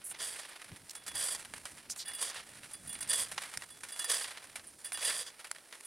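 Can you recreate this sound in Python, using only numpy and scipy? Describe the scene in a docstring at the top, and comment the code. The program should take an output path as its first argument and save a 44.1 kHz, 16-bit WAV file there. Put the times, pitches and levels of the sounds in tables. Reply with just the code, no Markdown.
"""Crunches and gritty scrapes, about one stride a second: a skier climbs past on firm snow.
In each stride a steel crampon (a claw under the ski) catches the crust and rings, then ploughs
through it, muffled by the snow. Poles and weighted skis crunch, bindings click and clothing swishes.
Behind it all, a light breeze brushes the microphone in open mountain air."""
import sys
import numpy as np
from scipy import signal
from scipy.fft import rfft, irfft
from scipy.io import wavfile
from scipy.ndimage import uniform_filter1d

SR = 44100
rng = np.random.default_rng(int(sys.argv[2]) if len(sys.argv) > 2 else 0)


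def dump_mix(stems):
    """Bounce the given channels to the path in sys.argv[1] as a 16-bit WAV at rate SR."""
    frames = np.atleast_2d(stems).T  # one column per channel
    limited = np.clip(frames, -1, 1)  # hard clip at full scale
    pcm = np.round(limited * 32767).astype(np.int16)
    wavfile.write(sys.argv[1], SR, pcm)


N = 258426
TIME = np.arange(N) / SR


def undb(db):
    """Turn decibels into a gain to multiply by."""
    return 10 ** (np.asarray(db) / 20)


def unit(x):
    """Scale a signal to an average (rms) level of 1."""
    return x / np.sqrt(np.mean(x ** 2) + 1e-20)


def add(out, start_s, sound):
    """Mix in a short sound at the given time."""
    start = max(int(start_s * SR), 0)
    out[start:start + len(sound)] += sound[:N - start]


def gains(tone, size):
    """Turn (pitch_hz, level_db) points into a gain for each frequency of an FFT."""
    hz, db = np.transpose(tone)
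    bin_hz = np.arange(size // 2 + 1) * SR / size
    return undb(np.interp(np.log(bin_hz + 1), np.log(hz), db))


def colour(x, tone, size=2048):
    """Filter a sound to the given tone; white noise keeps its level."""
    cepstrum = irfft(np.log(gains(tone, size)))
    # folding onto the first half keeps the filter from sounding before its input
    cepstrum[1:size // 2] *= 2
    cepstrum[size // 2 + 1:] = 0
    response = irfft(np.exp(rfft(cepstrum)))
    return signal.fftconvolve(x, response / np.linalg.norm(response))[:len(x)]


def band(x, pitch_hz, width_hz):
    """Keep the sound near one pitch; a narrower band rings longer."""
    return signal.lfilter(*signal.iirpeak(min(pitch_hz, SR / 2 - 1000), pitch_hz / width_hz, fs=SR), x)


def wander(rate_hz):
    """A random curve that glides up and down, typically by about 1."""
    points = rng.standard_normal(N // 10)
    return unit(np.interp(TIME * rate_hz, np.arange(len(points)), points))


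def grains(per_second, scatter_db):
    """Random ticks, like snow crystals snapping: many small, a few large."""
    size = undb(scatter_db * np.minimum(rng.exponential(size=N), 5))
    return unit((rng.random(N) < per_second / SR) * size * rng.choice([-1, 1], N))


def burst(fade_s, rise_s):
    """A cluster of tiny cracks: noise that rises, then drops 30 dB in fade_s."""
    t = TIME[:12000]
    shape = np.minimum(t / rise_s, 1) * undb(-30 * np.maximum(t - rise_s, 0) / fade_s)
    return shape * rng.standard_normal(len(t))


def swell(length_s, skew):
    """A rounded rise and fall; a skew below 1 makes it peak early."""
    return np.sin(np.pi * np.linspace(0, 1, int(length_s * SR)) ** skew)


# Levels in all tables are relative: the functions set the final loudness.
# strength of the breeze on the microphone: time_s, level_db
BREEZE_LEVELS = [(0.0, -65), (0.06, -70), (0.13, -63.5), (0.47, -75), (0.65, -72), (0.73, -54), (0.78, -68),
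                 (0.83, -59), (0.9, -78), (0.98, -64), (1.04, -66.5), (1.19, -55.5), (1.27, -69),
                 (1.52, -58.5), (1.6, -65.5), (1.65, -63), (1.7, -65), (1.73, -59), (1.84, -67),
                 (1.89, -62), (2.01, -71), (2.06, -65), (2.35, -71), (2.38, -61), (2.43, -67), (2.63, -59),
                 (2.74, -68), (2.85, -52.5), (3.02, -61), (3.1, -57.5), (3.15, -64), (3.21, -58),
                 (3.26, -64), (3.34, -58.5), (3.39, -64), (3.53, -70), (3.56, -63), (3.79, -70), (3.9, -67),
                 (3.98, -79), (4.18, -73), (4.36, -72.5), (4.68, -62.5), (4.78, -68.5), (5.19, -69),
                 (5.43, -80), (5.63, -76), (5.7, -83), (5.75, -80), (5.86, -75)]
# soft low bumps in the breeze: start_s, length_s, level_db
BREEZE_BUMPS = [(0.71, 0.037, -59), (1.632, 0.028, -60), (3.563, 0.025, -61.5)]
# tone of the breeze's rumble: pitch_hz, level_db
BREEZE_TONE = [(20, -11), (45, -5), (80, 1), (180, 0), (280, -1.5), (500, -18.5), (1500, -37)]
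# tone of the background hiss: pitch_hz, level_db
AIR_TONE = [(30, -11), (120, -13), (300, 3), (700, 2), (2000, -18.5), (5000, -3.5), (7000, -12), (9500, 1),
            (12000, -9), (16000, -19)]


def air():
    """A faint even hiss, with the breeze fluttering and bumping underneath."""
    time_s, level_db = np.transpose(BREEZE_LEVELS)
    strength = undb(np.interp(TIME, time_s, level_db) - 3.5 + 1.4 * wander(25))
    for start_s, length_s, bump_db in BREEZE_BUMPS:
        add(strength, start_s, undb(bump_db) * swell(length_s, skew=0.7))
    rumble = strength * colour(rng.standard_normal(N), BREEZE_TONE)
    return rumble + undb(-63.5) * colour(rng.standard_normal(N), AIR_TONE)


# skis creeping and settling on the snow: time_s, crunch_db, hiss_db
SETTLING_LEVELS = [(0.0, -57.5, -60), (0.15, -52.5, -58), (0.26, -51, -48), (0.33, -46, -47),
                   (0.45, -49, -53), (0.72, -53.5, -55), (0.9, -58, -54), (1.03, -55.5, -60),
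                   (1.21, -45, -40), (1.27, -49, -41), (1.43, -54.5, -53.5), (1.73, -53, -48.5),
                   (1.97, -58, -66), (2.1, -47.5, -47), (2.15, -53, -58), (2.24, -52, -44),
                   (2.37, -43, -58), (2.45, -52.5, -50.5), (2.59, -53.5, -52.5), (2.85, -57, -51),
                   (2.99, -55, -57), (3.1, -50.5, -58), (3.33, -50, -47), (3.46, -44.5, -44.5),
                   (3.62, -57, -53), (3.82, -59, -54), (3.9, -52.5, -49), (4.03, -47.5, -41.5),
                   (4.13, -47, -55), (4.18, -44.5, -50), (4.28, -45, -50), (4.6, -57, -55),
                   (4.77, -62, -55), (4.86, -54.5, -48.5), (4.93, -59, -55), (5.03, -43.5, -43),
                   (5.06, -49, -39), (5.11, -40, -48), (5.24, -60, -62), (5.5, -58, -57), (5.61, -61, -60),
                   (5.86, -54, -50.5)]
# dull tone of packed snow: pitch_hz, level_db
PACKED_TONE = [(100, -23.5), (300, -14.5), (600, -2.5), (1200, -0.5), (1850, 3.5), (2600, 1), (4000, -0.5),
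               (6000, -6), (9000, -13.5), (16000, -47)]
# bright tone of fine snow splinters: pitch_hz, level_db
FINE_TONE = [(1500, -22.5), (4000, -4), (6500, -4), (8200, -1), (9600, 2), (10800, -5), (12200, -14.5),
             (16000, -27.5)]


def settling_snow():
    """Packed snow gives way in small steps while the skins (grip strips under the skis) hiss over it."""
    time_s, crunch_db, hiss_db = np.transpose(SETTLING_LEVELS)
    steps = undb(3.36 * wander(110))
    cracks = unit(grains(per_second=4000, scatter_db=2.5) * steps)
    hiss = unit(cracks + undb(-16) * grains(per_second=13000, scatter_db=0.8))
    crunch = colour(cracks, PACKED_TONE) * undb(np.interp(TIME, time_s, crunch_db) - 3.0)
    return crunch + colour(hiss, FINE_TONE) * undb(np.interp(TIME, time_s, hiss_db) - 4.3)


# clothing brushing past itself: start_s, length_s, level_db, pitch_hz, base_width_hz
CLOTHING_RUBS = [(0.04, 0.072, -41.5, 9900, 2380), (0.094, 0.041, -42, 9300, 2400),
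                 (0.895, 0.0056, -42, 5500, 6000), (0.906, 0.012, -43, 6050, 7000),
                 (1.896, 0.045, -41, 5940, 2200), (1.898, 0.042, -42.5, 8900, 3000),
                 (1.97, 0.069, -46, 8300, 4000), (1.987, 0.059, -41.5, 4500, 2200)]


def clothing_swishes():
    """Jacket fabric rubs and makes a band of hiss; a higher band stands for a faster slide."""
    out = np.zeros(N)
    for start_s, length_s, level_db, pitch_hz, base_width_hz in CLOTHING_RUBS:
        friction = grains(per_second=9900, scatter_db=2.0)
        width_hz = 1.2 * base_width_hz
        rub = unit(band(band(friction, pitch_hz, width_hz), pitch_hz, width_hz))
        shape = swell(length_s, skew=0.54)
        add(out, start_s, undb(level_db) * shape * rub[:len(shape)])
    return out


# clicks of bindings and pole tips: start_s, level_db, ring_s (time to fade by 60 dB)
GEAR_HITS = [(1.348, -21.5, 0.012), (1.654, -26, 0.012), (1.899, -25, 0.012), (2.299, -29, 0.012),
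             (3.573, -19.5, 0.013), (5.513, -19, 0.011)]
# tone of a click: pitch_hz, level_db
CLICK_TONE = [(150, -20.5), (600, -7.5), (1600, 0.5), (3500, -8), (5100, 3), (6500, -2), (8000, 2.5),
              (10500, 3), (13000, -21.5), (16000, -22)]


def gear_clicks():
    """Hard plastic and metal meet and stop at once."""
    out = np.zeros(N)
    for start_s, level_db, ring_s in GEAR_HITS:
        click = colour(burst(ring_s / 2, rise_s=0.00096), CLICK_TONE)
        add(out, start_s, undb(level_db - 2) * click / np.abs(click).max())
    return out


# poles and skis breaking the crust: start_s, dull_db, bright_db, fade_s
CRUST_BREAKS = [(0.111, -38.5, -46, 0.032), (0.145, -39.5, -52, 0.035), (0.393, -37.5, -38, 0.036),
                (0.622, -38.5, -46, 0.017), (0.642, -44, -45, 0.028), (0.717, -44, -51, 0.018),
                (0.76, -44, -45.5, 0.039), (1.035, -52, -46, 0.025), (1.064, -38, -34, 0.039),
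                (1.35, -40, -37, 0.027), (1.394, -43, -40.5, 0.052), (1.448, -38.5, -41.5, 0.035),
                (1.537, -35.5, -38, 0.02), (1.654, -36, -44, 0.044), (1.96, -44, -41, 0.032),
                (2.343, -40, -42, 0.036), (2.632, -42.5, -48, 0.042), (2.952, -37, -52, 0.024),
                (2.987, -43, -41.5, 0.025), (3.025, -35.5, -31.5, 0.028), (3.074, -42, -37.5, 0.025),
                (3.284, -46, -39, 0.026), (3.315, -34.5, -34.5, 0.038), (3.378, -22, -34.5, 0.017),
                (3.383, -25.5, -46, 0.012), (3.419, -32, -34, 0.027), (3.435, -36, -39, 0.043),
                (3.538, -34.5, -38.5, 0.032), (3.621, -34, -39, 0.024), (3.634, -36, -39, 0.024),
                (3.833, -35.5, -37.5, 0.056), (4.243, -29.5, -37, 0.03), (4.372, -35, -46, 0.027),
                (4.44, -43, -41, 0.022), (4.556, -33, -33.5, 0.04), (4.595, -39.5, -54, 0.021),
                (4.92, -34.5, -35.5, 0.03), (4.973, -33, -34, 0.025), (5.393, -39, -42.5, 0.058),
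                (5.444, -36.5, -40, 0.03), (5.448, -38.5, -47, 0.027), (5.469, -41.5, -43, 0.027),
                (5.548, -46, -49, 0.03), (5.558, -42.5, -49, 0.03), (5.583, -42, -49, 0.016),
                (5.725, -39, -46, 0.048)]


def crust_crunches():
    """A patch of crust collapses: a dull crunch with fine splinters on top."""
    out = np.zeros(N)
    for start_s, dull_db, bright_db, fade_s in CRUST_BREAKS:
        collapse = burst(fade_s, rise_s=0.001)
        collapse *= undb(2.57 * wander(926)[:len(collapse)])
        crunch = undb(dull_db - 6.0) * colour(collapse, PACKED_TONE)
        splinters = undb(bright_db - 4.5) * colour(collapse, FINE_TONE)
        add(out, start_s, crunch + splinters)
    return out


# crampon teeth catching the crust: start_s, high_ring_db, low_ring_db, scratch_db, scratch_fade_s
TOOTH_CATCHES = [(0.95, -38.5, -58, -38, 0.032), (1.077, -38, -47, -34, 0.036),
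                 (1.1503, -28.5, -44, -37, 0.04), (2.0547, -37, -47, -52, 0.044),
                 (2.077, -30, -44, -50, 0.04), (2.1324, -33, -43, -47, 0.033),
                 (2.148, -28, -47, -49, 0.027), (2.1834, -43, -47, -51, 0.026),
                 (2.212, -28, -48, -36, 0.026), (2.7317, -32, -52.5, -65, 0.03),
                 (2.872, -33, -58, -50, 0.026), (2.891, -29.5, -47, -47, 0.038),
                 (2.926, -33.5, -57, -42, 0.035), (2.9404, -37, -60, -46, 0.03),
                 (3.0058, -27, -47.5, -37, 0.03), (3.094, -19, -41, -38, 0.03),
                 (3.1303, -25, -38.5, -26, 0.03), (3.701, -41, -54, -63, 0.05),
                 (3.885, -50, -54, -41.5, 0.046), (3.919, -32, -46, -51, 0.025),
                 (3.9906, -26, -39, -32.5, 0.034), (4.0417, -28, -38.5, -32, 0.025),
                 (4.097, -24.5, -40, -42, 0.03), (4.666, -39, -68, -53, 0.022),
                 (4.8435, -29.5, -47.5, -48, 0.038), (4.8575, -40, -46.5, -45, 0.036),
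                 (4.9274, -26.5, -55, -42, 0.024), (4.9424, -39, -41, -39, 0.039),
                 (5.015, -32, -43, -51, 0.03), (5.0454, -28, -35.5, -38, 0.035),
                 (5.8474, -33.5, -59, -59, 0.03)]
# notes of the steel ringing in free air: pitch_hz, level_db, ring_s (time to fade by 60 dB)
STEEL_NOTES = [(1813, -6, 0.066), (2855, -8, 0.11), (3400, -2, 0.28), (4814, -4, 0.099), (7200, -25.5, .1),
               (8130, -16.5, 0.14), (9365, -4, 0.11), (9420, -10.5, 0.1), (10000, -14, 0.065),
               (10630, -7.5, 0.061), (11650, -37, .07), (12400, -32, .08)]


def crampon_rings():
    """A tooth scratches the crust and springs free, ringing with a different mix of notes each time."""
    out = np.zeros(N)
    for start_s, high_ring_db, low_ring_db, scratch_db, scratch_fade_s in TOOTH_CATCHES:
        scratch = burst(scratch_fade_s, rise_s=0.0026)
        snow = colour(scratch, FINE_TONE) + undb(-6.5) * colour(scratch, PACKED_TONE)
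        add(out, start_s, undb(scratch_db - 2.5) * snow)
        for pitch_hz, level_db, ring_s in STEEL_NOTES:
            ring = band(scratch, pitch_hz, width_hz=np.log(1000) / (np.pi * ring_s))
            hit_db = high_ring_db - 3.5 if pitch_hz > 6000 else low_ring_db + 2
            peak = undb(hit_db + level_db + 0.87 * rng.standard_normal())
            add(out, start_s, peak * ring / np.abs(ring).max())
    return out


# crust breaking and loose crystals spraying, one list per stride: time_s, crust_db, spray_db
STRIDE_LEVELS = [
    [(0.17, -79, -73), (0.202, -40.5, -44), (0.232, -43.5, -39), (0.384, -53.5, -51), (0.392, -46.5, -51),
     (0.482, -65, -65), (0.492, -64, -44.5), (0.52, -65, -79)],
    [(1.14, -56, -65), (1.15, -51, -54), (1.186, -41, -35.5), (1.338, -45, -38.5), (1.354, -40, -48),
     (1.382, -71, -64), (1.39, -49, -54)],
    [(2.17, -62, -58), (2.224, -38, -35), (2.31, -45, -49), (2.324, -63, -68), (2.35, -55, -51),
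     (2.41, -58, -54.5), (2.43, -70, -77)],
    [(3.08, -55, -57), (3.096, -43.5, -33), (3.118, -38, -45), (3.14, -41, -33), (3.222, -38.5, -34),
     (3.28, -58, -59)],
    [(4.07, -57, -60), (4.1, -31.5, -31.5), (4.238, -47.5, -43), (4.246, -46, -46), (4.274, -56, -55),
     (4.286, -53, -49.5), (4.35, -61, -59)],
    [(4.99, -48.5, -52), (5.076, -35, -30.5), (5.092, -40.5, -37), (5.222, -43, -41), (5.244, -53, -59),
     (5.268, -45.5, -48), (5.306, -53.5, -65), (5.33, -82, -77)],
]
# tone of the breaking crust: pitch_hz, level_db
CRUST_TONE = [(100, -32.5), (280, -25), (480, 1), (800, -5.5), (1600, 0), (2500, -2), (4000, -1.5),
              (5400, -2.5), (6000, 1.5), (7200, -3.5), (9000, -8), (16000, -34)]
# tone of the spraying crystals: pitch_hz, level_db
SPRAY_TONE = [(2000, -37), (6000, -20), (7400, -8.5), (8400, 2), (9700, 0.5), (10900, -4), (12000, -8),
              (13200, -20), (16000, -29)]
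# notes of the steel muffled by snow: pitch_hz, width_hz, level_db
MUFFLED_NOTES = [(640, 190, -9), (1090, 120, -5), (1800, 180, -0.5), (3370, 244, 3), (4750, 200, 5),
                 (6860, 330, -7)]
# its highest muffled notes, stirred by the spray: pitch_hz, width_hz, level_db
MUFFLED_HIGH_NOTES = [(7970, 410, -1.6), (9400, 410, 0.69), (10530, 430, -1)]


def crampon_scrapes():
    """The crampon ploughs in jerks; breaking crust shakes the muffled steel and throws a bright spray."""
    crust_gain, spray_gain = np.zeros((2, N))
    for stride in STRIDE_LEVELS:
        time_s, crust_db, spray_db = np.transpose(stride)
        crust_gain += undb(np.interp(TIME, time_s, crust_db, left=-np.inf, right=-np.inf))
        spray_gain += undb(np.interp(TIME, time_s, spray_db, left=-np.inf, right=-np.inf))
    jerks = unit(undb(1.4 * wander(170)))
    crust = colour(grains(per_second=9000, scatter_db=1.5) * jerks, CRUST_TONE)
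    tooth_hits = grains(per_second=5000, scatter_db=5.5) * jerks
    spray = colour(grains(per_second=16000, scatter_db=4.0) * jerks, SPRAY_TONE)
    low_steel = unit(sum(undb(db) * band(tooth_hits, hz, width) for hz, width, db in MUFFLED_NOTES))
    high_steel = unit(sum(undb(db) * band(spray, hz, width) for hz, width, db in MUFFLED_HIGH_NOTES))
    grit = unit(crust + undb(2.5) * low_steel)
    sizzle = unit(spray + undb(1) * high_steel)
    return undb(-0.07) * crust_gain * grit + undb(-0.8) * spray_gain * sizzle


# lean between the two channels: pitch_hz, left_minus_right_db
STEREO_BALANCE = [(100, -2), (1000, -1), (2000, -2.5), (4000, -0.5), (8500, -3.5), (12000, -0.7)]
# stereo width, as the channels' difference (side) against what they share (mid): pitch_hz, side_db
STEREO_WIDTH = [(30, -26), (60, -15), (125, -12), (250, -14.5), (500, -15.5), (1000, -13.5), (2000, -18.5),
                (4000, -19), (8000, -10.5), (14000, -28.5)]


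def scene():
    """The skier is a little to the right; open snow gives no echo, and the channels differ only a bit."""
    skier = crampon_scrapes() + settling_snow() + crampon_rings() + crust_crunches()
    mid = rfft(skier + gear_clicks() + clothing_swishes() + air())
    # sound scattering near the microphone shifts the side signal's phase, differently at each pitch
    scatter = 0.055 * np.cumsum(rng.standard_normal(len(mid)))
    delay_samples = 40
    phase = scatter + np.arange(len(mid)) * 2 * np.pi * delay_samples / N
    side = mid * gains(STEREO_WIDTH, N) * np.exp(-1j * uniform_filter1d(phase, size=300))
    lean = np.sqrt(gains(STEREO_BALANCE, N))
    return irfft(np.array([mid * lean + side, mid / lean - side]), N)


def record(dry):
    """Cut off the very highest treble steeply."""
    cutoff_hz = 15850
    return signal.sosfilt(signal.ellip(10, 0.1, 80, cutoff_hz, fs=SR, output="sos"), dry)


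dry = scene()
out = record(dry)
dump_mix(out)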